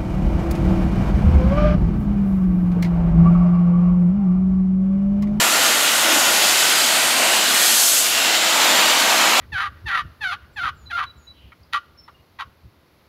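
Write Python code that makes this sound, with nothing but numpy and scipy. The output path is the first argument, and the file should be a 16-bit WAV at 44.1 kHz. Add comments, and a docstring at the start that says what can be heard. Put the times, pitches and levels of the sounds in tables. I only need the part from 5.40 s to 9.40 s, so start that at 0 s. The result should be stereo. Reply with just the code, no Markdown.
"""Water jets roar in the steel tank of a conveyor dishwasher, heard close to its strip curtain.
Countless impacts merge into noise coloured by what they strike: spray hisses on the passing ware and
excites brief resonances in its hollows, over a faint pump hum. Just after two seconds one jet sweeps
close and a gain control ducks the rest; from three seconds on the water drums on something hollow."""
import sys
import numpy as np
from scipy import signal
from scipy.fft import rfft, irfft
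from scipy.io import wavfile

SR = 44100
rng = np.random.default_rng(int(sys.argv[2]) if len(sys.argv) > 2 else 0)


def wrap_up_sound(samples):
    """Save the sound to the file named by the first command line argument, as 16-bit audio."""
    columns = np.atleast_2d(samples).T
    # keep every value between -1 and 1, then stretch to whole-number steps
    tamed = np.clip(columns, -1, 1)
    steps = np.round(tamed * 32767).astype(np.int16)
    wavfile.write(sys.argv[1], SR, steps)


N = 176400
TIME = np.arange(N) / SR

# Tones of the pump and conveyor: (frequency [Hz], bandwidth [Hz], level [dB])
HUM_TONES = [(58, 5, -75), (87, 5, -65), (117.7, 8, -60.5), (331.3, 8.8, -46)]
# Resonances of hollows and rims crossed by a jet:
# (centre time [s], duration [s], frequency [Hz], glide [Hz/s], bandwidth [Hz], level [dB])
WARE_RESONANCES = [(.74, .28, 300, -150, 60, -33), (.8, 1.9, 1415, 0, 55, -36), (1, .9, 3020, 0, 130, -32),
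                   (1.15, .6, 6900, 0, 2400, -29), (1.39, .36, 4820, 100, 220, -28.3),
                   (1.65, .75, 8700, 0, 950, -27.7), (1.87, .38, 2780, 0, 400, -27.3),
                   (1.98, .35, 7800, -3500, 900, -29), (2.27, .35, 3330, -300, 300, -28),
                   (2.48, .4, 11100, 0, 1200, -22.5), (2.48, .4, 4420, 0, 200, -25.5),
                   (2.75, .45, 2720, 200, 160, -28), (2.87, .4, 780, -500, 330, -31),
                   (2.93, .4, 2060, 0, 100, -31.5), (3.23, .3, 780, 0, 150, -28.5),
                   (3.42, .5, 7180, 0, 350, -31.5), (3.47, .35, 4680, 0, 420, -30),
                   (3.55, 1.1, 930, 0, 55, -31.5), (3.88, .5, 1200, -300, 400, -28)]
# Spectrum of each flow: (frequency [Hz], relative spectral density [dB])
DRUM_SPECTRUM = [(20, -100), (120, -87), (225, -58.5), (320, -62), (500, -60.5), (620, -53.5), (780, -51),
                 (940, -50.5), (1030, -52.5), (1220, -53.5), (1700, -56), (2400, -55.5), (4000, -61),
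                 (8000, -84), (16000, -100)]
SPRAY_SPECTRUM = [(20, -110), (700, -78.5), (1500, -62.5), (2300, -57), (3000, -53.5), (4000, -55),
                  (4800, -57), (5900, -59.5), (7200, -58), (8300, -64), (9600, -68), (12000, -68),
                  (14000, -68.5), (16000, -78)]
JET_SPECTRUM = [(20, -120), (1500, -101), (3200, -64), (4400, -61.5), (5500, -61), (6600, -57.5),
                (7600, -57), (8600, -59), (9700, -61), (10500, -59), (11700, -60), (12600, -61.5),
                (13800, -65), (16000, -77)]
TANK_SPECTRUM = [(20, -86), (40, -86), (70, -81.5), (110, -74), (165, -71), (225, -60.5), (310, -58.7),
                 (410, -61.5), (510, -57.5), (650, -53), (900, -54.5), (1030, -56), (1250, -54.5),
                 (1480, -52), (1700, -56), (1900, -53.3), (2100, -57.3), (3000, -57.5), (6000, -71.5),
                 (16000, -91)]
# Envelope of each flow: (time [s], level [dB])
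DRUM_ENVELOPE = [(0, -21), (2.7, -30), (3.08, -6), (3.22, 0.5), (3.45, 1), (3.6, -3), (3.75, 1), (4, 1)]
SPRAY_ENVELOPE = [(0, -1.5), (.7, -0.5), (1.4, 0.5), (1.65, -1.8), (2, -1.2), (2.3, 0.5), (2.55, 2.5),
                  (2.8, 1.5), (3, 0), (3.25, 0.8), (3.5, 1), (3.7, -0.2), (4, -0.5)]
JET_ENVELOPE = [(0, -0.5), (.5, -0.7), (1.05, 0), (1.5, -2), (1.8, -1.7), (2.05, -1.8), (2.2, 2), (2.33, 8),
                (2.47, 12), (2.58, 11), (2.68, 4), (2.8, -3.5), (3, -11), (3.25, -4.5), (3.6, -5),
                (4, -7.5)]
TANK_ENVELOPE = [(0, -.7), (.5, 0.5), (.75, 1.1), (1.1, -0.2), (1.45, -1), (1.9, 0.5), (2.2, 0), (2.6, -.5),
                 (3, -2.5), (4, -2)]
# Likeness of left and right: (frequency [Hz], correlation [-1 to 1])
STEREO_CORRELATION = [(20, .4), (60, 0.67), (110, 0.99), (500, .97), (1000, 0.95), (1600, 0.95),
                      (2200, 0.8), (4000, 0.68), (5600, 0.51), (7400, 0.48), (8400, 0.28), (12000, 0.038),
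                      (16000, -.03)]
# Left level minus right level: (frequency [Hz], balance [dB])
STEREO_BALANCE = [(100, -.4), (1000, -0.4), (2200, 0.2), (5000, 1.7), (8500, -1.7), (11000, 0.5),
                  (16000, -6)]


def amp(db):
    """Amplitude ratio of a level in decibels."""
    return 10 ** (np.asarray(db) / 20)


def unit(x):
    """Normalisation to an rms of one."""
    return x / np.sqrt(np.mean(x ** 2) + 1e-20)


def at_frequency(table, hz):
    """Interpolation along a log-frequency axis."""
    frequencies, values = np.transpose(table)
    return np.interp(np.log(hz + 1), np.log(frequencies), values)


def blur(x, span, axis=-1):
    """Gaussian smoothing over about span samples."""
    size = x.shape[axis]
    lowpass = np.exp(-2 * (np.fft.rfftfreq(size) * span) ** 2)
    spectrum = rfft(np.moveaxis(x, axis, -1))
    return np.moveaxis(irfft(spectrum * lowpass, size), -1, axis)


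def drift(hz, t, width_hz, span_s):
    """A random field of unit rms, correlated over frequency and time."""
    field = blur(rng.standard_normal((len(hz), len(t))), width_hz / hz[1], axis=0)
    return unit(blur(field, span_s / t[1]))


def stereo(a, b, hz):
    """Partial coherence: independent signals mix to left and right, diffuse in the treble."""
    correlation = at_frequency(STEREO_CORRELATION, hz)
    mid = a * np.sqrt((1 + correlation) / 2)
    side = b * np.sqrt((1 - correlation) / 2)
    lean = amp(at_frequency(STEREO_BALANCE, hz) / 2)
    return np.array([(mid + side) * lean, (mid - side) / lean])


def white_noise():
    """Superposition of countless tiny impacts gives Gaussian noise; two independent rows."""
    return rng.standard_normal((2, N))


def narrowband(hz, width_hz, offset_hz=0):
    """Random modulation of a carrier in quadrature spreads it into a narrow band of noise."""
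    phase = 2 * np.pi * np.cumsum(hz + offset_hz * np.ones(N)) / SR
    a, b = (blur(white_noise(), SR / width_hz) for _ in range(2))
    return stereo(*unit(a * np.cos(phase) + b * np.sin(phase)), hz)


def flow(impacts, spectrum, envelope):
    """Source and filter: impacts take the colour of what they hit and follow the flow's strength."""
    hz, t, bins = signal.stft(impacts, SR, nperseg=2048, noverlap=1536)
    patches_db = 0.67 * drift(hz, t, width_hz=260, span_s=0.14)  # colour shifts as the ware moves
    colour = amp(at_frequency(spectrum, hz)[:, None] + patches_db)
    bins = stereo(*bins, hz[:, None]) * colour
    sound = signal.istft(bins, nperseg=2048, noverlap=1536)[1][:, :N]
    flutter_db = 0.69 * unit(blur(rng.standard_normal(N), 0.054 * SR))  # unsteady flow
    level_db = np.interp(TIME, *np.transpose(envelope))
    return sound * np.sqrt(SR / 2) * amp(level_db + flutter_db)


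def tunnel_reflections(water, ripple_db=1.6):
    """Standing waves between the steel walls comb the sound with narrow peaks that creep along."""
    hz, t, bins = signal.stft(water, SR, nperseg=4096, noverlap=3072)
    depth_db = ripple_db * hz / (hz + 740)  # shallower in the bass
    bins *= amp(depth_db[:, None] * drift(hz, t, width_hz=75, span_s=0.35))
    return signal.istft(bins, nperseg=4096, noverlap=3072)[1][:, :N]


def machine_hum():
    """Forced vibration: the pump and conveyor radiate low, wavering tones."""
    return sum(amp(db) * narrowband(hz, width_hz) for hz, width_hz, db in HUM_TONES)


def ware_ring(centre_s, duration_s, hz, glide_hz_per_s, width_hz, db):
    """Resonance: a hollow or rim swells and fades as it passes through the spray."""
    offset_s = TIME - centre_s
    swell = np.cos(np.pi * np.clip(offset_s / duration_s, -0.5, 0.5))
    return amp(db) * swell * narrowband(hz, width_hz, glide_hz_per_s * offset_s)


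def hollow_drumming():
    """Resonant filtering: a hollow body reinforces the midrange of the water striking it."""
    return flow(white_noise(), DRUM_SPECTRUM, DRUM_ENVELOPE)


def spray_hiss():
    """Brief impacts have broad spectra: fine spray hisses on the ware."""
    return flow(white_noise(), SPRAY_SPECTRUM, SPRAY_ENVELOPE)


def close_jet(drops_per_s=2300, spread_db=2, drop_power_share=0.16):
    """Shot noise: separate drops stand out of the rush of a jet that sweeps close."""
    sizes = amp(spread_db * np.minimum(rng.exponential(1, (2, N)), 4))
    polarity = np.sign(white_noise())
    arrivals = rng.random((2, N)) < drops_per_s / SR
    drops = unit(sizes * polarity * arrivals)
    impacts = np.sqrt(1 - drop_power_share) * white_noise() + np.sqrt(drop_power_share) * drops
    return flow(impacts, JET_SPECTRUM, JET_ENVELOPE)


def tank_roar():
    """Random excitation: jets beat on the steel tank, which radiates a broadband roar."""
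    return flow(white_noise(), TANK_SPECTRUM, TANK_ENVELOPE)


def scene():
    """Superposition of four flows in the tunnel, the ringing ware and the hum."""
    water = tank_roar() + spray_hiss() + close_jet() + hollow_drumming()
    return tunnel_reflections(water) + sum(ware_ring(*row) for row in WARE_RESONANCES) + machine_hum()


def record(dry, threshold_db=-13.5, sense_s=0.021, release_db_per_s=22, cutoff_hz=15700):
    """Compression: a gain control holds loud passages down and recovers slowly; a low-pass follows."""
    pole = np.exp(-1 / (sense_s * SR))
    power = signal.lfilter([1 - pole], [1, -pole], (dry ** 2).mean(0))
    power_db = 10 * np.log10(power + 1e-12)
    release_db = TIME * release_db_per_s
    held_db = np.maximum.accumulate(power_db + release_db) - release_db
    excess_db = np.maximum(held_db - threshold_db, 0)
    ducked = dry * amp(-0.94 * excess_db)
    lowpass = signal.firwin(1023, cutoff_hz, window=("kaiser", 9), fs=SR)
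    return signal.oaconvolve(ducked, lowpass[None], "same", axes=1)


dry = scene()
out = record(dry)
wrap_up_sound(out)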